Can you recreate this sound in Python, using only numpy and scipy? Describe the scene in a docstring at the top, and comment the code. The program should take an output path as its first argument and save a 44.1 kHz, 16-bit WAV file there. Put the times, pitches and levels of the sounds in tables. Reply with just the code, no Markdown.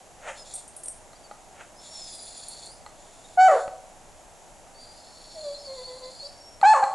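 """A carpeted room, a small camera's microphone close in front of a large dog that sits and begs.
Over the room tone it huffs, its collar tags jingle, it smacks its lips and whistles thinly through
the nose. A yelping bark starts on a clean high note, then breaks and falls; the room rings after it.
More whistles and squeaks follow, with a soft low whine in short pushes. Last comes a second bark,
held down by the camera's gain control, and a yip as the jaw shuts."""
import sys
import numpy as np
from scipy import signal
from scipy.io import wavfile
from scipy.ndimage import uniform_filter1d

SR = 44100
rng = np.random.default_rng(int(sys.argv[2]) if len(sys.argv) > 2 else 0)


def store_wav(level_fs):
    """Save 16-bit WAV to argv[1]."""
    pcm = np.round(np.clip(np.atleast_2d(level_fs), -1, 1) * 32767)
    wavfile.write(sys.argv[1], SR, pcm.T.astype(np.int16))


N = 306054
TIME = np.arange(N) / SR

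# room tone and hiss: (frequency [Hz], density [dB])
ROOM_TONE = [(20, 5.5), (45, -6), (150, -11), (290, -11.5), (480, -11.5), (620, -5), (780, -5),
             (1080, -15.5), (2050, -20), (4600, -25), (6200, -20.5), (7400, -17.5), (8300, -23),
             (11500, -23.5)]
# stereo image of the room tone: (frequency [Hz], left-right correlation [0-1])
STEREO_LIKENESS = [(30, 0.05), (130, 0.45), (300, 0.61), (700, 1), (2000, 0.48), (8000, 1), (12000, 0.88)]
# diffuse echo of the room: (frequency [Hz], level [dB], t60 [s])
ROOM_ECHO = [(250, -7.5, 0.13), (574, -9, 0.65), (1270, -6.5, 0.38), (2500, -5.5, 0.26), (4330, -8, 0.61),
             (9500, 5, 0.28)]
# standing waves between the walls: (frequency [Hz], level [dB], t60 [s])
ROOM_MODES = [(537, 4.5, 0.41), (716, 2.5, 0.72), (752, -9.5, 0.82), (872.7, 0.5, 0.87), (1505, -6.5, 0.53),
              (1747, 0, 0.4), (4200, 5, 0.45)]
# collar tags touching: (time [s], level [dB], brightness [dB/octave])
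TAG_HITS = [(.538, -24.5, -13), (.553, -23.5, -7), (.678, -38, 0), (.761, -48, 18), (.765, -32, 11),
            (.835, -27.5, -2), (.858, -29, 10), (.883, -24, -10), (2.149, -36, 14), (2.484, -31, 22),
            (2.498, -54, 24), (2.658, -40, 4)]
# ring of their metal: (frequency [Hz], level [dB], t60 [s])
TAG_MODES = [(5722, -27, .05), (7375, -20, .05), (8428, -10, .17), (9140, -16, .07), (9178, -7, .095),
             (10240, -19, .07), (10480, -12, .09), (10720, -14, .05), (12500, -14, .08)]
# smacks of lips and jaw: (time [s], level [dB], brightness [dB/octave])
LIP_HITS = [(1.132, -43, 4.5), (1.312, -36, -0.5), (2.863, -34.5, 4.5), (3.679, -35.5, -0.5),
            (4.668, -50, 0), (6.614, -28, 4.5), (6.839, -17.5, 3.5)]
# ring of the jowls: (frequency [Hz], level [dB], t60 [s])
JOWL_MODES = [(618, 3, 0.019), (838, -2.5, 0.097), (1245, -2, 0.055), (1450, -10, 0.018),
              (1970, -17, 0.087), (4270, -11.5, 0.019), (7500, -16, 0.0065)]
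# huffs through the lips: (peak time [s], level [dB])
HUFF_PEAKS = [(.291, -32.5), (1.611, -43.5)]
# air at the lips: (frequency [Hz], density [dB])
LIP_AIR = [(150, -59), (250, -26), (406, -18), (562, 6.5), (1160, -8.5), (1300, 0), (2160, -6.5),
           (3180, -11.5), (4920, -29), (6920, -16), (10400, -32), (12000, -95), (15600, -125),
           (22000, -120)]
# hisses in the nose: (start [s], length [s], level [dB], growth [dB], first ring [dB], last ring [dB])
NOSE_HISSES = [(0.351, 0.079, -44.5, -15, -11, -16), (0.435, 0.21, -50, -11, -12, -9),
               (1.779, .93, -51, -3.5, -16, 4), (2.925, 0.45, -60.5, 5, -10, -23),
               (3.54, .11, -51.5, 10, -11, -5), (4.739, 0.71, -61, 9.5, 2, 4.5), (5.32, 1, -58, -4, 4.5, 5)]
# colour of the nasal passage: (frequency [Hz], gain [dB])
NOSE_RESPONSE = [(2500, -11.5), (3150, -20), (3430, 5.5), (3800, -1), (4350, -1), (4750, -5), (5400, -4),
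                 (6300, -8), (7200, 6), (8300, -14), (9700, -2.5), (10600, -37), (12000, -71)]
# high ring of narrowed nostrils: (frequency [Hz], density [dB])
NOSTRIL_RING = [(3600, -63), (4050, -13), (4330, -4), (4650, -9.5), (5100, -37), (9000, -37)]
# long whistles in the nose, one curve each: (time [s], pitch [Hz], level [dB])
WHISTLE_CURVES = [
    [(1.72, 4600, -88), (1.8, 5320, -51.5), (1.87, 5440, -68), (1.93, 5510, -43), (2.11, 4943, -51),
     (2.34, 4834, -59), (2.6, 4520, -66), (2.7, 4630, -53), (2.735, 5060, -56.5), (2.81, 5050, -75)],
    [(4.74, 4410, -62), (4.8, 4680, -52.5), (4.87, 4724, -52.5), (4.95, 4860, -62), (5.15, 5450, -65),
     (5.36, 5430, -59)],
    [(6.26, 5150, -59), (6.36, 5460, -61), (6.4, 5505, -53.5), (6.49, 5500, -51.5), (6.57, 5430, -77)],
]
# overtone of each long whistle, before the nose colours it: (level [dB])
WHISTLE_OVERTONES = [1, -17, -9]
# short whistled squeaks: (start [s], length [s], middle pitch [Hz], glide [Hz/s], level [dB])
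NOSE_SQUEAKS = [(0.368, 0.076, 5120, -1000, -51.5), (0.454, .025, 5480, -4000, -56),
                (1.15, 0.025, 4720, 3000, -56.5), (1.232, 0.039, 4540, -9000, -55.5),
                (1.989, 0.18, 6300, 6000, -59), (3.241, 0.022, 3700, 2493, -52),
                (5.439, 0.116, 4590, -1500, -55), (5.54, 0.033, 4168, 2000, -41),
                (5.55, .125, 5250, -2600, -54), (5.645, .034, 4570, 5000, -41.5),
                (5.668, 0.087, 4270, -1000, -62), (5.828, 0.046, 4390, 5000, -42.5),
                (5.865, 0.048, 4520, -1000, -52.5), (6.03, 0.041, 4540, 0, -49),
                (6.09, 0.18, 4800, -900, -54), (6.193, 0.048, 4370, 5001, -41.5),
                (6.23, .06, 4640, 1500, -43.5)]
# pushes of the low whine: (start [s], length [s], middle pitch [Hz], glide [Hz/s], level [dB])
WHINE_PUSHES = [(5.342, 0.09, 626, -900, -44.5), (5.42, 0.14, 572.7, -250, -36.5),
                (5.658, 0.1, 529.4, -100, -41), (5.755, 0.096, 503, -100, -37.5),
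                (5.858, .125, 502.8, 87, -37.5), (6.0, 0.11, 508.2, 3, -39.5), (6.22, 0.072, 565, 497, -47)]
# response of the closed mouth: (frequency [Hz], gain [dB])
CLOSED_MOUTH = [(500, -4), (620, 6.5), (1050, -14.5), (1250, -30.5), (1600, -39), (2080, -20.5),
                (2700, -68), (3500, -21.5), (3800, -46.5), (4150, -2.5), (4650, -15.5), (5500, -64)]
# two barks and the yip: (start [s], clean length [s], falling length [s], pitch [Hz], scoop [Hz],
# pitch after the break [Hz], sag [Hz/s], level [dB], onset punch [dB], break loss [dB], roughness [0-1])
YELPS = [(3.372, .096, 0.15, 743.1, 10.9, 705.6, 2049, -13, -7, 1, 0.06),
         (6.628, .099, 0.09, 853, 100, 605, 1510, -5, 3.5, 3, .12),
         (6.823, 0.012, 0.019, 808, 3.4, 790, 1590, -12.5, 9.5, 7, 0.18)]
# mouth response in each bark, the second with the jaw wider: (frequency [Hz], gain [dB])
OPEN_MOUTHS = [
    [(300, -44), (520, 2.5), (750, 2.5), (1000, -7.5), (1300, -2), (1520, -9.5), (1950, -12.5), (2250, -22),
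     (3000, -29), (3750, -35.5), (4450, -27), (5300, -36), (7500, -28.5), (8400, -47.5), (10500, -47)],
    [(300, -10), (490, -14), (850, 3), (1150, 2.5), (1450, -7), (1720, -13), (2550, -20), (3450, -31),
     (4080, -26.5), (4300, -16), (4600, -30.5), (6000, -31), (7400, -24), (8600, -30.5), (10500, -68.5)],
]

CUTOFF_HZ = 12700   # top of the camera's range


def from_db(db):
    """Decibels to gain."""
    return 10 ** (np.asarray(db) / 20)


def rms_one(x):
    """Scale to unit power."""
    return x / np.sqrt(np.mean(x ** 2) + 1e-20)


def at_hz(points, hz, column=1):
    """Read a column of a spectrum on a log-frequency axis."""
    points = np.array(points)
    return np.interp(np.log(hz), np.log(points[:, 0]), points[:, column])


def during(start, length):
    """The samples that an event covers, and the time since its start."""
    span = np.flatnonzero((TIME >= start) & (TIME < start + length))
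    return span, TIME[span] - start


def fades(t, attack_s, release_s):
    """Gain that rises, holds and falls to nothing at the end."""
    return np.clip(t / attack_s, 0, 1) * np.clip((t[-1] - t) / release_s, 0, 1)


def flutter(hz, size):
    """Random motion up to a given rate, spread about 1."""
    slow = signal.sosfilt(signal.butter(2, hz, fs=SR, output="sos"), rng.standard_normal(size + SR))
    return rms_one(slow)[SR:]


def cycles(pitch):
    """Running phase of an oscillator."""
    return 2 * np.pi * np.cumsum(pitch) / SR


def noise_bands(size, count=38):
    """Yield (centre [Hz], two unrelated noises) for narrow bands over the whole range."""
    edges = np.geomspace(18, 13000, count + 1)
    white = rng.standard_normal((2, 2, size))
    for k, (low, high) in enumerate(zip(edges, edges[1:])):
        band = signal.butter(2, [low, high], "band", fs=SR, output="sos")
        yield np.sqrt(low * high), signal.sosfilt(band, white[k % 2])


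def room_tone(level_db=-50):
    """The steady bed of the room, widest in the bass."""
    out = 0
    for hz, (mid, side) in noise_bands(N):
        alike = at_hz(STEREO_LIKENESS, hz)
        stereo = np.sqrt(1 + alike) * mid + np.sqrt(1 - alike) * side * [[1], [-1]]
        out = out + from_db(at_hz(ROOM_TONE, hz)) * stereo
    return from_db(level_db) * rms_one(out)


def room_echo(x, first_echo_s=0.001):
    """Off the walls: diffuse echoes that die band by band, and a few standing waves that hang on."""
    t = TIME[:SR]
    tail = 0
    for hz, (noise, _) in noise_bands(SR):
        decay = from_db(-60 * t / at_hz(ROOM_ECHO, hz, column=2)) * (t > first_echo_s)
        tail = tail + from_db(at_hz(ROOM_ECHO, hz)) * noise * decay / np.linalg.norm(decay)
    for hz, db, t60 in ROOM_MODES:
        decay = from_db(-60 * t / t60)
        tail = tail + 2 * from_db(db) * np.cos(2 * np.pi * hz * t) * decay / decay.sum()
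    return signal.fftconvolve(x, tail)[:N]


def ring(x, hz, t60):
    """A unit click sets a sine of height 1 ringing."""
    radius, angle = from_db(-60 / (t60 * SR)), 2 * np.pi * hz / SR
    return signal.lfilter([0, np.sin(angle)], [1, -2 * radius * np.cos(angle), radius ** 2], x + 1e-18)


def struck(hits, modes, spread_db, crack_db, crack_s, crack_hz):
    """Each contact gives a short crack and rings every mode, with its own level and brightness."""
    times, db, brightness = np.transpose(hits)
    onsets = np.round(times * SR).astype(int)
    octaves = np.log2(np.array(modes)[:, 0])
    tilt_db = np.outer(brightness, octaves - octaves.mean())
    chance_db = spread_db * rng.standard_normal(tilt_db.shape)
    strengths = from_db(db[:, None] + tilt_db + chance_db)
    out, clicks = np.zeros((2, N))
    for (hz, mode_db, t60), strength in zip(modes, strengths.T):
        clicks[onsets] = strength * from_db(mode_db) * rng.choice([-1, 1], len(onsets))
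        out += ring(clicks, hz, t60)
    clicks[onsets] = from_db(db + crack_db)
    decay = signal.lfilter([1], [1, -np.exp(-1 / (crack_s * SR))], clicks + 1e-18)
    crack = decay * rng.standard_normal(N)
    return out + signal.sosfilt(signal.butter(3, crack_hz, "band", fs=SR, output="sos"), crack)


def collar_tags():
    """Metal tags knock together and ring high."""
    return struck(TAG_HITS, TAG_MODES, spread_db=1.5, crack_db=-4, crack_s=0.003, crack_hz=[6500, 12000])


def lip_smacks():
    """Lips and jaw smack, and the jowls ring briefly."""
    return struck(LIP_HITS, JOWL_MODES, spread_db=0, crack_db=2.5, crack_s=0.00099, crack_hz=[500, 3000])


def air(spectrum, size):
    """Turbulence coloured by a passage, rms 1."""
    hz = np.linspace(0, SR / 2, 513)
    bass_cut = np.minimum(hz / spectrum[0][0], 1) ** 2
    passage = signal.firwin2(len(hz), hz, from_db(at_hz(spectrum, hz + 1)) * bass_cut, fs=SR)
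    return rms_one(signal.fftconvolve(rng.standard_normal(size), passage, "same"))


def huffs(rise_db_per_s=295, fall_db_per_s=388):
    """Puffs of air swell and die at the lips."""
    puffs = sum(from_db(db - np.maximum(rise_db_per_s * (peak - TIME), fall_db_per_s * (TIME - peak)))
                for peak, db in HUFF_PEAKS)
    return puffs * air(LIP_AIR, N)


def nose_hiss(waver_db=2.27):
    """Air hisses in the nose, ringing as the nostrils narrow."""
    out = np.zeros(N)
    for start, length, db, growth_db, first_ring_db, last_ring_db in NOSE_HISSES:
        span, t = during(start, length)
        ring_gain = from_db(np.linspace(first_ring_db, last_ring_db, len(span)))
        hiss = air(NOSE_RESPONSE, len(span)) + ring_gain * air(NOSTRIL_RING, len(span))
        level_db = db + growth_db * (t / length - 0.5) + waver_db * flutter(31, len(span))
        out[span] += hiss * from_db(level_db) * fades(t, attack_s=0.072, release_s=0.042)
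    return out


def push(start, length, hz, glide, swell_power=0.76):
    """One short effort: its samples, its gliding pitch and its swell from 0 to 1 and back."""
    span, t = during(start, length)
    return span, hz + glide * (t - length / 2), np.abs(np.sin(np.pi * t / length)) ** swell_power


def thin_tone(pitch, overtone_db, jitter, waver_db=2.0, overtone_waver_db=6.0):
    """A thin wavering tone with a broken overtone that the nose colours."""
    size = len(pitch)
    phase = cycles(pitch * (1 + jitter * flutter(93, size)))
    coloured_db = overtone_db + at_hz(NOSE_RESPONSE, 2 * pitch) + overtone_waver_db * flutter(60, size)
    overtone = from_db(coloured_db) * np.sin(2 * phase + flutter(170, size))
    return np.sqrt(2) * from_db(waver_db * flutter(32, size)) * (np.sin(phase) + overtone)


def nose_whistles(fold_swing, fade_s=0.0087):
    """Long whistles and short squeaks; the vibrating folds chop them and give them sidebands."""
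    out = np.zeros(N)
    for curve, overtone_db in zip(WHISTLE_CURVES, WHISTLE_OVERTONES):
        times, hz, db = np.transpose(curve)
        span = np.flatnonzero((TIME >= times[0]) & (TIME <= times[-1]))
        pitch = np.interp(TIME[span], times, hz)
        gain = from_db(np.interp(TIME[span], times, db)) * fades(TIME[:len(span)], fade_s, fade_s)
        out[span] += gain * thin_tone(pitch, overtone_db, jitter=0.0042)
    for *course, db in NOSE_SQUEAKS:
        span, pitch, effort = push(*course)
        out[span] += from_db(db) * effort * thin_tone(pitch, overtone_db=-20, jitter=0.0069)
    return out * (1 + 0.5 * fold_swing)


def voiced(pitch, phase, tract, dull_db=0, count=16):
    """Harmonics of the vocal folds, weighted by the tract; each step up loses a further dull_db."""
    out = 0
    for k in range(1, count + 1):
        gain = from_db(at_hz(tract, k * pitch) - dull_db * (k - 0.5))
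        out = out + gain * np.cos(k * phase) * (k * pitch < CUTOFF_HZ)
    return np.sqrt(2) * out


def whine(jitter=0.0051, weak_pitch_rise=0.0539):
    """The soft low voice, settling lower as each push swells. Gives the sound and the folds' swing."""
    out, fold_swing = np.zeros((2, N))
    for *course, db in WHINE_PUSHES:
        span, pitch, effort = push(*course)
        phase = cycles(pitch * (1 + weak_pitch_rise * (1 - effort) + jitter * flutter(52, len(span))))
        out[span] += from_db(db) * effort * voiced(pitch, phase, CLOSED_MOUTH, count=10)
        fold_swing[span] += np.sqrt(effort) * np.cos(phase)
    return out, fold_swing


def yelp(start, clean_s, fall_s, hz, scoop_hz, broken_hz, sag, db, punch_db, loss_db, hoarse):
    """Course of a bark: a clean note dips, creeps up and cracks, then sags as the pressure runs out."""
    scoop_s, punch_s, break_s = 0.014, 0.015, 0.02265
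    climb_hz_per_s, fade_db_per_s = 152.6, 100.5
    break_roughness, roughen_per_s = 0.21, 4.4
    span, t = during(start, clean_s + fall_s)
    since_break = np.maximum(t - clean_s, 0)
    broken = (1 - np.cos(np.pi * np.minimum(since_break / break_s, 1))) / 2
    scoop = (t / scoop_s * np.exp(1 - t / scoop_s)) ** 2
    clean_pitch = hz - scoop_hz * scoop + climb_hz_per_s * t
    pitch = (1 - broken) * clean_pitch + broken * (broken_hz - sag * since_break)
    level_db = db + punch_db * np.exp(-t / punch_s) - loss_db * broken - fade_db_per_s * since_break
    gain = from_db(level_db) * fades(t, attack_s=0.0043, release_s=0.025)
    rough = np.clip(hoarse + break_roughness * broken + roughen_per_s * since_break, 0, 1)
    return span, pitch, gain, rough


def bark(course, mouth, jitter=0.11, shimmer=0.1, flutter_hz=200, rasp_db=-7, breath_db=-21,
         blur_db=5.5, onset_dull_db=10, brighten_s=0.0099, low_cut_hz=380):
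    """A clean yelp; as the pressure falls the folds beat unevenly and let rasping air through."""
    span, pitch, gain, rough = yelp(*course)
    size = len(span)
    phase = cycles(pitch * (1 + jitter * rough * flutter(flutter_hz, size)))
    # high harmonics are weak when the beats are uneven and while the folds get going
    dull_db = blur_db * rough + onset_dull_db * np.exp(-TIME[:size] / brighten_s)
    tone = voiced(pitch, phase, mouth, dull_db) * (1 + shimmer * rough * flutter(flutter_hz, size))
    rasp = from_db(rasp_db) * rough * air(mouth, size)
    spurts = (1 + np.cos(phase)) / 2   # one spurt of air per beat
    breath = from_db(breath_db) * rough * air(NOSE_RESPONSE, size) * spurts
    out = np.zeros(N)
    out[span] = gain * (tone + rasp + breath)
    return signal.sosfilt(signal.butter(5, low_cut_hz, "high", fs=SR, output="sos"), out)


def scene(tag_echo_db=-7):
    """The dog close up, dead centre; its chest keeps part of the tags' sound from the walls."""
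    low_voice, fold_swing = whine()
    barks = bark(YELPS[0], OPEN_MOUTHS[0]) + sum(bark(course, OPEN_MOUTHS[1]) for course in YELPS[1:])
    tags = collar_tags()
    smacks = lip_smacks()
    dog = barks + low_voice + nose_whistles(fold_swing) + huffs() + nose_hiss() + smacks
    return dog + tags + room_echo(dog + from_db(tag_echo_db) * tags) + room_tone()


def record(dry, ceiling_db=-11.5, release_db_per_s=60, window_s=0.006, mic_top_hz=11000):
    """The microphone dulls the top; gain control ducks quickly above the ceiling and recovers slowly."""
    heard = signal.sosfilt(signal.butter(12, mic_top_hz, fs=SR, output="sos"), dry)
    window = int(window_s * SR)
    power = uniform_filter1d(heard.mean(axis=0) ** 2, window)
    excess_db = np.maximum(10 * np.log10(np.abs(power) + 1e-12) - ceiling_db, 0)
    recovery_db = release_db_per_s * TIME
    held_db = np.maximum.accumulate(excess_db + recovery_db) - recovery_db
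    ducked = heard * from_db(-uniform_filter1d(held_db, window))
    return signal.sosfilt(signal.ellip(10, 0.1, 80, CUTOFF_HZ, fs=SR, output="sos"), ducked)


dry = scene()
out = record(dry)
store_wav(out)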